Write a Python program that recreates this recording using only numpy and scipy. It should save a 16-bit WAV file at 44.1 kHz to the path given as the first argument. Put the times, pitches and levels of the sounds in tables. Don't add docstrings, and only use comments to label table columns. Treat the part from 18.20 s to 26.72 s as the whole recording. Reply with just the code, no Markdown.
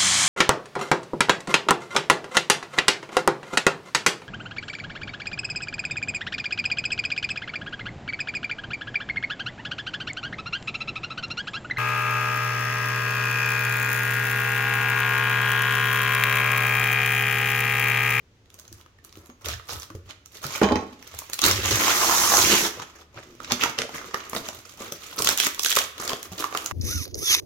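import sys
import numpy as np
from scipy import signal
from scipy.fft import rfft, irfft, next_fast_len
from scipy.io import wavfile
from scipy.ndimage import uniform_filter1d

SR = 44100
rng = np.random.default_rng(int(sys.argv[2]) if len(sys.argv) > 2 else 0)


def master_out(mix):
    frames = np.transpose(np.atleast_2d(mix))
    ceiling = np.clip(frames, -1, 1)
    pcm = np.round(ceiling * 32767).astype(np.int16)
    wavfile.write(sys.argv[1], SR, pcm)


N = 375732

# frequency in Hz, level in dB per Hz.
HUSH = [(12, -29), (20, -17), (58, -14), (91, -17), (422, -20.5), (698, -28.5), (2820, -31), (6720, -39),
        (9140, -41), (16000, -55)]
RUMBLE = [(20, -41), (45, -23), (62, -3.5), (77, 10), (86, 3.5), (98, 5.5), (125, -3), (150, -22),
          (300, -40.5)]
DRUM = [(90, -40), (150, -24), (200, -2), (280, -12), (335, 2), (420, -5), (600, -17), (1000, -23)]
CRINKLE = [(500, -23), (1200, 4.5), (2000, -6), (2700, 7.5), (3500, 9), (4800, -0.5), (7000, 6.5),
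           (9000, -17.5), (16000, -3)]
TAPE = [(1500, -29), (3500, 0), (7000, 2), (10000, 6), (16000, 1.5)]
FLEX = [(90, -13.5), (170, -6.5), (340, -1.5), (500, -2), (750, -5), (900, -6.5), (1240, 3), (1600, -7.5),
        (2200, -7), (4000, -25.5)]
SLIDING = [(500, -30), (1200, -13), (2000, 6), (3500, 1), (6000, -1), (10000, -9), (16000, -21)]
SIZZLE = [(3000, -52), (6000, -0.5), (9000, 6.5), (16000, 2.5)]
FIBRES = [(500, -10), (1500, -4.5), (2000, 1.5), (2700, -4.5), (3400, 2), (4800, -5), (6200, -3),
          (9000, -22)]
FINE_FIBRES = [(4000, -22), (5400, -5.5), (6300, 2.5), (7300, -1.5), (11000, 0), (16000, -5)]
FLUTTER = [(250, -32), (550, -15.5), (750, -1), (900, -0.5), (1100, 4.5), (1350, -0.5), (1700, -5.5),
           (2400, -9.5), (4000, -12)]

# multiple of the pitch, level in dB per Hz.
CRACK_SHAPE = [(.15, -38), (.42, -4.5), (.62, -3.5), (.85, -0.5), (1, 3), (1.25, -2.5), (2.2, -6.5),
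               (3.2, -8.5), (6, -40.5)]
POP_SHAPE = [(.12, -16), (.3, -0.5), (.7, -4), (1, 4), (1.4, -7.5), (2.2, -16.5), (4, -38)]
RUB_SHAPE = [(.4, -6), (.75, 1.5), (1, 6), (1.4, -6.5), (2.4, -25.5)]
WOOD = [(.12, -19), (.3, -2), (.55, -15), (1, 1.5), (1.35, -10), (1.9, -9), (3, -12.5), (5, -16.5),
        (10, -38), (20, -44), (40, -72)]
TEAR_SHAPE = [(.15, -18), (.4, -12), (.75, 0), (1, -1), (1.35, -10), (2.2, -8.5), (5, -19)]

# frequency in Hz, level in dB, time to fade by 60 dB in seconds.
BOX = [(76, -13, 0.124), (124.4, 3, 0.13), (180, -2, 0.23), (243.5, 3.5, 0.15), (338, 0, 0.21),
       (402, 21, 0.018), (560, -3.5, 0.2)]
TABLE = [(92, -6, .14), (198, -5, 0.16), (253, -6, 0.18), (413, -4, 0.16), (450, -6, 0.15), (598, -8, 0.1),
         (781, -7, 0.13), (845, -5, 0.15), (1010, -10, 0.19), (1094, -9, 0.17)]
BLADE = [(1879, -9, .13), (2519, -15, .15), (3085, -13, .22), (3620, -18, .12), (4011, -13, .15),
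         (4560, -16, .09), (4980, -11, .06)]

# start in seconds, level in dB, pitch of the struck panel in Hz.
KNOCKS = [(0.344, -51, 372), (0.439, -59, 350), (0.514, -47.5, 328), (0.971, -42.5, 305), (1.093, -44, 244),
          (1.703, -40, 310), (1.75, -34.5, 88), (2.25, -33.5, 143), (3.24, -25, 290), (3.385, -27, 372),
          (3.51, -24.5, 400), (4.236, -28, 343), (4.961, -47, 119), (5.202, -45.5, 248), (5.319, -28, 239),
          (5.587, -30.5, 604), (6.15, -28, 420), (6.604, -34.5, 563), (6.719, -33, 576), (7.0, -28, 425),
          (7.931, -35, 420), (8.118, -37, 190), (8.24, -42, 346)]
# start in seconds, length in seconds, level in dB.
SHOVES = [(.5, 0.066, -51.5), (.97, 0.029, -51), (1.27, 0.095, -39), (1.54, 0.037, -41),
          (1.755, 0.0068, -40), (1.86, 0.0082, -44.5), (2.26, 0.06, -61), (2.46, 0.1, -38),
          (2.95, 0.025, -48), (3.27, 0.21, -33.5), (3.53, 0.016, -28), (4.2, 0.088, -39.5),
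          (4.58, 0.024, -49.5), (5.32, 0.025, -46), (6.35, 0.039, -53), (7.05, 0.046, -48),
          (8.11, 0.028, -47)]
# time in seconds, level in dB, pitch in Hz, treble in dB relative to the crack.
CRACKS = [(.258, -48, 3500, -26), (.302, -38.5, 3500, -14), (.342, -35.5, 6000, -6), (.389, -35, 4100, -9),
          (.397, -29.5, 6500, -11), (.428, -48.5, 4400, -13), (.452, -40, 3670, -22),
          (.479, -34, 6200, -29), (.527, -29.5, 6250, -10), (.597, -47, 3000, -22), (.612, -38, 3280, -15),
          (.842, -45, 4500, -6), (.848, -40.5, 4360, 3), (.893, -39, 3500, -23), (.926, -35.5, 4630, -20),
          (.941, -52, 4500, -10), (.955, -36, 3600, -17), (.972, -43, 3480, -5), (1.059, -41, 3540, -6.5),
          (1.211, -46, 4500, -12), (1.258, -15, 3540, -18), (1.285, -15, 6550, -25),
          (1.534, -25.5, 6200, -13), (1.621, -26, 5600, -29), (1.631, -24, 3460, -13),
          (1.908, -27, 3000, -28), (2.059, -29.5, 6260, -18), (2.266, -20, 4900, -8.5),
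          (2.323, -24.5, 6400, -13), (2.826, -29.5, 1960, -15), (2.875, -29.5, 6170, -9),
          (2.948, -34.5, 1960, -3), (2.989, -23, 4480, -0.5), (3.098, -29, 1900, -3),
          (3.133, -12, 4350, -10), (3.141, -24.5, 4200, -1), (3.19, -11, 3080, -15),
          (3.217, -7.5, 5960, -12), (3.239, -3.5, 3690, -14), (3.251, -3.5, 3630, -15),
          (3.263, -12, 3960, 1.5), (3.284, -13, 2600, -4), (3.312, -4, 5480, -31), (3.457, -10, 6200, -26),
          (3.487, -16, 6850, -19.5), (3.51, -7.5, 6020, -24), (3.557, -7.5, 6200, -28),
          (4.169, -4, 6250, -14), (5.246, -23.5, 3000, -37), (5.309, -14.5, 1710, -31),
          (5.32, -5.5, 4730, -30), (5.436, -6.5, 2550, -18), (5.587, -8.5, 3200, -31),
          (5.618, -11, 3280, -29.5), (6.097, -28, 7120, 0.5), (6.287, -16, 6690, -28),
          (6.722, -16.5, 6100, -12), (7.021, -10, 5470, -4.5), (7.046, -10, 6100, -6.5),
          (7.072, -4.5, 3270, -14), (7.089, 0, 8000, -29), (7.175, -13.5, 3520, -4),
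          (7.184, -16, 3400, -14.5), (7.2, -4.5, 3330, -10.5), (7.235, -12.5, 3400, -15.5),
          (7.267, -8.5, 2000, -7), (7.346, -24, 3290, -5.5), (7.394, -10, 5100, -11.5),
          (7.422, -29, 5800, -7), (7.433, -24, 3550, 0.5), (7.447, -8.5, 3580, -9), (7.46, -6, 3580, -18.5),
          (7.486, -24, 3480, -22), (7.496, -15, 3500, -26), (7.509, -12, 3280, -20.5),
          (7.516, -9.5, 3560, -15.5), (7.526, -9.5, 3540, -15), (7.553, -11, 5750, -8),
          (7.563, -8.5, 2090, -6.5), (7.567, -10.5, 3470, -4.5), (7.587, -7.5, 3540, -10.5),
          (7.78, -26, 3460, -12.5), (7.84, -41, 3300, -15), (7.852, -23.5, 6000, -10),
          (7.877, -12, 4800, -24), (7.894, -12.5, 3560, -19), (7.932, -18, 3330, -27.5),
          (8.029, -23.5, 3460, -5), (8.373, -13.5, 3120, -12), (8.46, -13, 6560, -12)]
# time in seconds, level of the pop in dB, pitch of the pop in Hz.
BUCKLES = [(0.6615, -51, 1290), (.787, -56.5, 1830), (1.099, -47.5, 1150), (1.397, -45, 1260),
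           (1.4921, -36, 1260), (1.702, -41.5, 1170), (2.2418, -33, 1330), (2.3511, -30, 2330),
           (2.94, -43.5, 1030), (3.018, -40.5, 1090), (3.0976, -46.5, 394), (3.6177, -24, 1420),
           (3.834, -28.5, 1050), (3.895, -23.5, 1050), (4.137, -21, 1070), (4.181, -25, 1030),
           (4.598, -35.5, 1050), (4.9884, -45, 1750), (5.202, -38.5, 1270), (5.436, -22, 1370),
           (5.4586, -27, 900), (5.692, -36.5, 905), (5.78, -36.5, 2050), (5.814, -41, 1400),
           (5.843, -41, 1220), (5.943, -22, 1177), (6.1319, -29, 1020), (6.15, -32, 1230),
           (6.288, -33.5, 580), (6.61, -37, 710), (6.722, -43.5, 696), (6.977, -49, 1180),
           (7.003, -34, 1080), (7.089, -31.5, 880), (7.268, -25.5, 1140), (7.379, -41, 1160),
           (7.5701, -19.5, 1264), (7.802, -48.5, 1300), (7.823, -35, 1320), (7.9176, -31.5, 1130),
           (7.932, -26, 605), (8.224, -32, 1290), (8.241, -24.5, 1166), (8.325, -33, 1190),
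           (8.349, -25.5, 1200), (8.511, -29, 1170)]
# start in seconds, length in seconds,
# paper crinkle in dB, sheet flexing in dB, plastic tape in dB.
STROKES = [(.33, 0.31, -63, -61, -64), (.85, 0.1, -63, -58.5, -72), (.97, 0.1, -78, -54.5, -55),
           (1.272, 0.029, -35, -31, -33), (1.49, 0.067, -56, -39, -37.5), (1.59, 0.047, -63, -48.5, -40.5),
           (1.69, 0.061, -72, -68, -74), (1.89, 0.023, -44.5, -48, -60), (2.15, 0.038, -42, -49, -40),
           (2.24, 0.18, -33.5, -36.5, -36), (2.56, 1, -54, -57, -64.5), (2.87, .34, -45, -53, -52),
           (4.53, 0.1, -40.5, -42.5, -62), (4.68, 0.14, -51.5, -53, -61), (4.96, 0.057, -47, -45.5, -77),
           (5.03, 0.22, -51.5, -57.5, -63), (5.25, 0.065, -40, -50, -62.5), (5.32, 0.01, -27, -27, -49.5),
           (5.41, 0.078, -30, -29, -39.5), (5.585, 0.032, -36, -33.5, -51), (5.735, 0.031, -37, -34.5, -37),
           (5.79, .33, -41.5, -42.5, -51.5), (6.15, 0.048, -37.5, -36, -34.5),
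           (6.24, 0.045, -38, -40.5, -45), (6.33, 0.236, -48, -50.5, -49), (6.6, 0.11, -40.5, -41.5, -46),
           (6.76, 0.18, -40.5, -47.5, -45), (6.98, 0.15, -44.5, -32, -29), (7.19, 0.076, -26, -43, -30),
           (7.44, 0.071, -36, -71, -21), (7.56, 0.086, -43.5, -38, -30), (7.77, 0.18, -41, -39, -39),
           (7.87, 0.043, -50, -30, -33.5), (7.99, 0.31, -46.5, -47, -48.5),
           (8.19, 0.055, -35, -37.5, -32.5), (8.33, 0.48, -41.5, -38.5, -40)]
# start in seconds, length in seconds, level in dB, pitch of the rubbed panel in Hz.
RUBS = [(.99, 0.067, -60, 330), (4.564, 0.019, -42.5, 527), (4.682, 0.15, -67, 400),
        (4.959, 0.014, -55, 300), (5.038, 0.18, -55, 340), (5.217, .08, -52, 298), (5.573, 0.092, -39, 540),
        (5.69, 0.2, -52, 400), (6.16, 0.06, -43.5, 254), (7.893, 0.029, -38, 557)]
# time in seconds, wood in dB,
# pitch of the thump in Hz, steel in dB, ring of the tip in dB, pitch of the tip in Hz.
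DROP = [(1.099, -68, 400, -58, -43, 6550), (2.415, -11, 450, -50, -60, 6520),
        (2.426, -15.5, 219, -28, -45, 6520), (2.432, -13, 480, -16.5, -19, 6540),
        (2.442, -16.5, 660, -26.5, -30, 6520), (2.487, -19.5, 440, -29, -55, 6520),
        (2.509, -16, 243, -36, -55, 6520), (2.520, -14.5, 258, -24, -42, 6520),
        (2.556, -17, 476, -22.5, -25, 6240), (2.625, -32.5, 430, -53, -48, 6240)]
# time in seconds, level in dB.
RATTLE = [(2.418, -30.5), (2.48, -30.5), (2.52, -36), (2.58, -42.5), (2.62, -56)]
# start in seconds, length in seconds, level in dB, pitch in Hz.
TEARS = [(1.278, 0.066, -36, 3920), (1.48, 0.062, -37.5, 5640), (1.482, 0.029, -42, 1390),
         (1.591, 0.054, -52, 5000), (3.231, 0.03, -31, 3880), (3.654, 0.068, -25, 3450),
         (4.205, 0.025, -21, 6530), (4.287, 0.055, -24, 3550), (5.403, 0.032, -25, 3250),
         (5.415, 0.082, -40, 1400), (5.591, 0.018, -34, 2100), (5.736, 0.057, -40, 2300),
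         (6.979, 0.012, -27.5, 5600), (7.041, 0.023, -25.5, 6200), (7.064, 0.066, -30.5, 3080),
         (7.204, 0.062, -32.5, 2860), (7.283, 0.043, -45, 2290), (7.484, 0.046, -44, 3700),
         (7.564, 0.056, -30, 3100), (7.886, 0.049, -51.5, 2320)]
# time in seconds, effort in dB, fine fibres in dB relative to the effort.
PULL = [(3.22, -25, -19), (3.25, -16.5, -7), (3.35, -27, -3.5), (3.41, -29, -9), (3.47, -20, -6.5),
        (3.62, -22, -1.5), (3.72, -22, -1.5), (3.9, -23, 2.5), (4.1, -21.5, 4), (4.2, -19, 1.5),
        (4.33, -18.5, -1), (4.41, -24, 2), (4.47, -23, -2.5), (4.52, -54, -4)]
# time in seconds, pitch in Hz, flutter in dB relative to the pull.
FLAP = [(3.25, 1375, -9.5), (3.54, 1510, -15), (3.62, 1245, -1.5), (3.8, 1180, 2), (4.1, 1065, 0.5),
        (4.15, 1115, 2.5), (4.25, 1180, -8.5), (4.33, 1144, -8)]
EDGES_S = [2.4, 4.33]
# frequency in Hz, likeness (1 is identical).
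ALIKE = [(100, 0.96), (300, 0.98), (600, 0.8), (1200, 0.059), (3000, 0.02), (10000, 0.072)]
# frequency in Hz, time to fade by 60 dB in seconds.
ROOM = [(100, 0.79), (500, 0.44), (2000, 0.53), (6500, 0.37), (14000, 0.36)]
# frequency in Hz, gain in dB.
MICROPHONE = [(100, 0.5), (4800, 0), (6500, 2.5), (7200, -1), (8200, -7), (9700, -8.5), (12500, -3.5),
              (16000, -6)]

HUSH_DB = -61.5
TOP_HZ = 16150
SHAKE_BY_HAND_DB, SHAKE_BY_PULL_DB, REST_DB = -24, -28.5, -62
SHOVE_ATTACK_S, SHOVE_T60_S = 0.12, 0.17
STROKE_ATTACK_S, STROKE_T60_S = 0.12, 0.086
CRACK_RISE_S = 0.0011
CRACK_POP_DB, CRACK_POP_HZ = -25.5, 1330
BUCKLE_CRACK_DB, BUCKLE_CRACK_HZ, BUCKLE_TREBLE_DB = 7, 1930, -16
TIP_T60_S = 0.19
DRUM_DB, EDGE_DB, EDGE_WIDTH_S = -14, 9.5, 0.049
MOVE_S = 0.3


def amp(db):
    return 10 ** (np.asarray(db) / 20)


def unit(x):
    return x / np.sqrt(np.mean(x ** 2) + 1e-20)


def along(points, hz):
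    f, v = np.transpose(points)
    return np.interp(np.log(hz + 1), np.log(f + 1), v)


def around(shape, pitch):
    return [(multiple * pitch, db) for multiple, db in shape]


def gains(rows):
    s, *cols = np.transpose(rows)
    t = np.arange(N) / SR
    inside = (t >= s[0]) & (t <= s[-1])
    gate = uniform_filter1d(inside * 1.0, size=400)
    return [gate * amp(np.interp(t, s, c)) for c in cols]


def gestures(rows, attack_s, t60):
    power = np.zeros((len(rows[0]) - 2, N))
    t = np.arange(-SR // 5, 3 * SR // 5) / SR
    for s, length, *db in rows:
        swell_db = 60 * np.minimum(t, 0) / attack_s
        fade_db = 60 * np.maximum(t - length, 0) / t60
        add(power, s + t[0], (amp(db)[:, None] * amp(swell_db - fade_db)) ** 2)
    return np.sqrt(power)


def add(track, s, sound):
    part = track[:, max(round(s * SR), 0):][:, :sound.shape[-1]]
    part += sound[..., :part.shape[1]]


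def pan(db):
    return amp([[db / 2], [-db / 2]])


def noise(spectrum, n=N):
    m = next_fast_len(n)
    hz = np.fft.rfftfreq(m, 1 / SR)
    turn = np.arccos(np.clip(along(ALIKE, hz), -1, 1)) / 2
    coloured = rfft(rng.standard_normal((2, m))) * amp(along(spectrum, hz))
    mid, side = irfft(coloured * [np.cos(turn), np.sin(turn)], m)[:, :n]
    return unit(np.array([mid + side, mid - side]))


def grains(rate, spread_db, t60, n=N):
    happens = rng.random(n) < rate / SR
    size = amp(spread_db * np.minimum(rng.standard_normal(n), 2)) * happens
    power = signal.lfilter([1], [1, -amp(-60 / (t60 * SR)) ** 2], size ** 2)
    return unit(np.sqrt(power))


def crackle(spectrum, rate, spread_db, cycles, n=N, bend=np.ones_like):
    draw = rng.random((int(rate * n / SR), 6))
    start = (draw[:, 0] * n).astype(int)
    grid = np.geomspace(100, TOP_HZ, 400)
    share = np.cumsum(amp(along(spectrum, grid)) ** 2 * grid)
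    hz = np.interp(draw[:, 1], share / share[-1], grid) * bend(start / SR)
    size = amp(spread_db * np.minimum(-np.log(1 - draw[:, 2]), 3)) * np.sqrt(hz)
    life = (2 * np.pi * cycles * SR / hz).astype(int) + 1
    k = np.repeat(np.arange(len(hz)), life)
    age = np.arange(len(k)) - (np.cumsum(life) - life)[k]
    turns = age * hz[k] / SR
    body = size[k] * turns * np.exp(-turns / cycles)
    lead = hz * 0.00025 * draw[:, 4]
    ears = []
    for side in (1, -1):
        loudness = 1 + side * (draw[:, 5] - 0.5)
        phase = draw[:, 3] + side * lead / 2
        ear = loudness[k] * body * np.sin(2 * np.pi * (turns + phase[k]))
        ears.append(np.bincount(start[k] + age, ear, n)[:n])
    return unit(np.array(ears))


def bending(x, depth_db):
    z = signal.stft(x, nperseg=512)[2]
    field = rng.standard_normal(z.shape[1:])
    for axis in (0, 1):
        field = uniform_filter1d(field, size=7, axis=axis)
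    bent = z * unit(amp(depth_db * unit(field)))
    return signal.istft(bent, nperseg=512)[1][:, :x.shape[1]]


def ring(modes, t, scatter_db=1.0):
    out = 0
    for hz, db, t60 in modes:
        level = amp(db + scatter_db * rng.standard_normal() - 60 * t / t60)
        out = out + level * np.sin(2 * np.pi * hz * t) * rng.choice([-1, 1])
    return out


def box(flexing):
    sway = noise(RUMBLE)
    swing = np.abs(signal.hilbert(sway, next_fast_len(N))[:, :N])
    heave = unit(sway / (swing + 0.86))
    shoved, = gestures(SHOVES, SHOVE_ATTACK_S, SHOVE_T60_S)
    shaken = amp(SHAKE_BY_HAND_DB) * flexing + amp(SHAKE_BY_PULL_DB) * gains(PULL)[0]
    out = np.sqrt(shoved ** 2 + shaken ** 2 + amp(REST_DB) ** 2) * heave
    t = np.arange(SR // 4) / SR
    for s, db, hz in KNOCKS:
        panel = amp(9.5 - 60 * t * hz / 26) * np.sin(2 * np.pi * hz * t)
        drum = amp(6.0 - 60 * t / 0.036) * noise(DRUM, len(t))
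        thud = amp(-8.0) * ring(BOX, t) + panel + drum
        add(out, s, amp(db - 7.0) * thud * (1 - np.exp(-t / 0.001)))
    return out


def snaps():
    out = np.zeros((2, N))
    n, ahead = SR // 25, SR // 100
    since = (np.arange(n) - ahead) / SR
    t = np.maximum(np.arange(n) - ahead, 0) / SR
    strain = amp(-13.5) * np.exp(-np.abs(since) / 0.0036)

    def burst(rise):
        return t / rise * np.exp(1 - t / rise) + strain

    events = []
    for s, db, hz, treble_db in CRACKS:
        pop_hz = CRACK_POP_HZ * np.exp(0.147 * rng.standard_normal())
        events.append((s, db, hz, treble_db, CRACK_POP_DB, pop_hz))
    for s, db, hz in BUCKLES:
        events.append((s, db + BUCKLE_CRACK_DB, BUCKLE_CRACK_HZ, BUCKLE_TREBLE_DB, -BUCKLE_CRACK_DB, hz))
    for s, db, crack_hz, treble_db, pop_db, pop_hz in events:
        crack = amp(-9.0) * noise(around(CRACK_SHAPE, crack_hz), n)
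        crack += amp(treble_db + 2.5) * noise(SIZZLE, n)
        tone = np.sin(2 * np.pi * pop_hz * t)
        panel = amp(-3.0) * tone + amp(-3.5) * noise(around(POP_SHAPE, pop_hz), n)
        rise = CRACK_RISE_S * (3500 / crack_hz) ** 0.098 * amp(db) ** 0.08
        snap = amp(0.5) * crack * burst(rise) + amp(pop_db + 4.5) * panel * burst(0.0016)
        add(out, s - ahead / SR, amp(db) * snap * pan(-2.5 + 1.3 * rng.standard_normal()))
    return out


def handling(crinkle, flexing, plastic):
    grip = uniform_filter1d(grains(rate=150, spread_db=6.5, t60=0.055), size=250)
    ticks = amp(-7.0) * crackle(CRINKLE, rate=900, spread_db=2.0, cycles=0.93)
    crumples = amp(-3.5) * crackle(FLEX, rate=1100, spread_db=3.5, cycles=1.44)
    tape = amp(-0.5) * crackle(TAPE, rate=1100, spread_db=2.0, cycles=0.98)
    paper = crinkle * (grip * ticks + amp(-11.0) * noise(SLIDING))
    bright = paper + plastic * grip * tape
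    dull = flexing * (grip * crumples + amp(-10) * noise(FLEX))
    return bright * pan(-5.0) + dull * pan(-0.22)


def rubs():
    out = np.zeros((2, N))
    t = np.arange(SR // 3) / SR
    for s, length, db, hz in RUBS:
        press = np.minimum(t / 0.004, 1) * amp(-60 * np.maximum(t - length, 0) / 0.06)
        slips = grains(rate=130, spread_db=3, t60=0.05, n=len(t))
        add(out, s, amp(db) * press * slips * noise(around(RUB_SHAPE, hz), len(t)))
    return out


def knife():
    out = np.zeros((2, N))
    t = np.arange(SR // 3) / SR
    for s, wood_db, hz, steel_db, tip_db, tip_hz in DROP:
        thump = noise(around(WOOD, hz), len(t)) * amp(-60 * t / 0.051)
        wood = amp(-8.0) * ring(TABLE, t, scatter_db=2.0) + thump
        chatter = grains(rate=1100, spread_db=2.5, t60=0.014, n=len(t))
        scrape = amp(-2 - 60 * t / 0.022) * noise(SLIDING, len(t))
        steel = amp(-6.0) * chatter * ring(BLADE, t, scatter_db=2.5) + scrape
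        tip = amp(tip_db - 17 - 60 * t / TIP_T60_S) * chatter * np.sin(2 * np.pi * tip_hz * t)
        metal = amp(steel_db) * steel + tip
        hit = amp(wood_db) * wood * pan(-2.6) + metal * pan(-8.0)
        add(out, s, hit * (1 - np.exp(-t / 0.0005)))
    taps = rng.standard_normal(N) * (rng.random(N) < 600 / SR)
    contacts = gains(RATTLE)[0] * unit(taps)
    top = np.gradient(ring(TABLE, t) * amp(-60 * t / 0.054))
    out += signal.fftconvolve(contacts, top / np.linalg.norm(top))[:N]
    low_cut = signal.butter(2, 75, "highpass", fs=SR, output="sos")
    return signal.sosfilt(low_cut, out)


def tears():
    out = np.zeros((2, N))
    t = np.arange(SR // 5) / SR
    for s, length, db, hz in TEARS:
        pull = np.minimum(t / 0.0085, 1) * amp(-60 * np.maximum(t - length, 0) / 0.014)
        fibres = crackle(around(TEAR_SHAPE, hz), rate=2200, spread_db=3, cycles=0.8, n=len(t))
        add(out, s, amp(db) * pull * fibres)
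    return out * pan(-4.0)


def rip():
    first, last = round(PULL[0][0] * SR), round(PULL[-1][0] * SR)
    n = last - first
    t = np.arange(first, last) / SR
    flap_s, flap_hz, flap_db = np.transpose(FLAP)
    effort, fine = (gain[first:last] for gain in gains(PULL))
    flutter = amp(np.interp(t, flap_s, flap_db))
    nearness = sum(np.exp(-((t - s) / EDGE_WIDTH_S) ** 2) for s in EDGES_S)
    drumming = amp(DRUM_DB + EDGE_DB * nearness)
    flutter_peak_hz = max(FLUTTER, key=lambda point: point[1])[0]

    def flap(s):
        return np.interp(s + first / SR, flap_s, flap_hz) / flutter_peak_hz

    tugs = grains(rate=260, spread_db=2, t60=0.05, n=n)
    bundles = crackle(FIBRES, rate=2200, spread_db=3, cycles=0.6, n=n)
    coarse = amp(-5.0) * np.sqrt(tugs) * bending(bundles, depth_db=2.8)
    threads = crackle(FINE_FIBRES, rate=14000, spread_db=3, cycles=0.89, n=n)
    hiss = amp(-1.6) * fine * bending(threads, depth_db=1.5)
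    sheet = amp(-3.5) * flutter * crackle(FLUTTER, rate=2000, spread_db=0, cycles=1.87, n=n, bend=flap)
    folds = amp(-13) * crackle(FLEX, rate=700, spread_db=0.5, cycles=0.77, n=n)
    drum = amp(-2.0) * drumming * noise(DRUM, n)
    sound = (coarse + hiss) * pan(-4.0) + tugs * (sheet + folds + drum)
    return np.pad(effort * sound, ((0, 0), (first, N - last)))


def room(x, wet_db, early_db):
    n, hop = SR // 3, round(MOVE_S * SR)
    out = np.zeros((2, N))
    starts = range(-hop, N, hop)
    hiss = noise([(100, -14), (300, 0), (20000, 0)], n * len(starts)).reshape(2, -1, n)
    hz, t, z = signal.stft(hiss, SR, nperseg=256)
    decay = amp(-60 * t / along(ROOM, hz)[:, None]) + amp(early_db - 60 * t / 0.084)
    delay = np.clip(np.arange(n) / SR / 0.003 - 1, 0, 1)
    tails = signal.istft(z * decay, SR, nperseg=256)[1][..., :n] * delay
    padded = np.pad(x, ((0, 0), (hop, 2 * hop)))
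    for k, start in enumerate(starts):
        piece = padded[:, start + hop:][:, :2 * hop] * np.sqrt(np.hanning(2 * hop))
        echo = signal.fftconvolve(piece, tails[:, k] / np.linalg.norm(tails[0, k]), axes=1)
        add(out, start / SR, echo[:, max(-start, 0):])
    return amp(wet_db) * out


def scene():
    crinkle, flexing, plastic = gestures(STROKES, STROKE_ATTACK_S, STROKE_T60_S)
    parcel = box(flexing) + snaps() + handling(crinkle, flexing, plastic) + rubs() + tears() + rip()
    direct = parcel + knife()
    return direct + room(direct, wet_db=-5.0, early_db=4.0) + amp(HUSH_DB) * noise(HUSH)


def record(dry):
    m = next_fast_len(N + SR // 2)
    hz = np.fft.rfftfreq(m, 1 / SR)
    coloured = irfft(rfft(dry, m) * amp(along(MICROPHONE, hz)), m)
    heard = np.clip(coloured, -1, 1)
    return irfft(rfft(heard) * (hz < TOP_HZ), m)[:, :N]


dry = scene()
out = record(dry)
master_out(out)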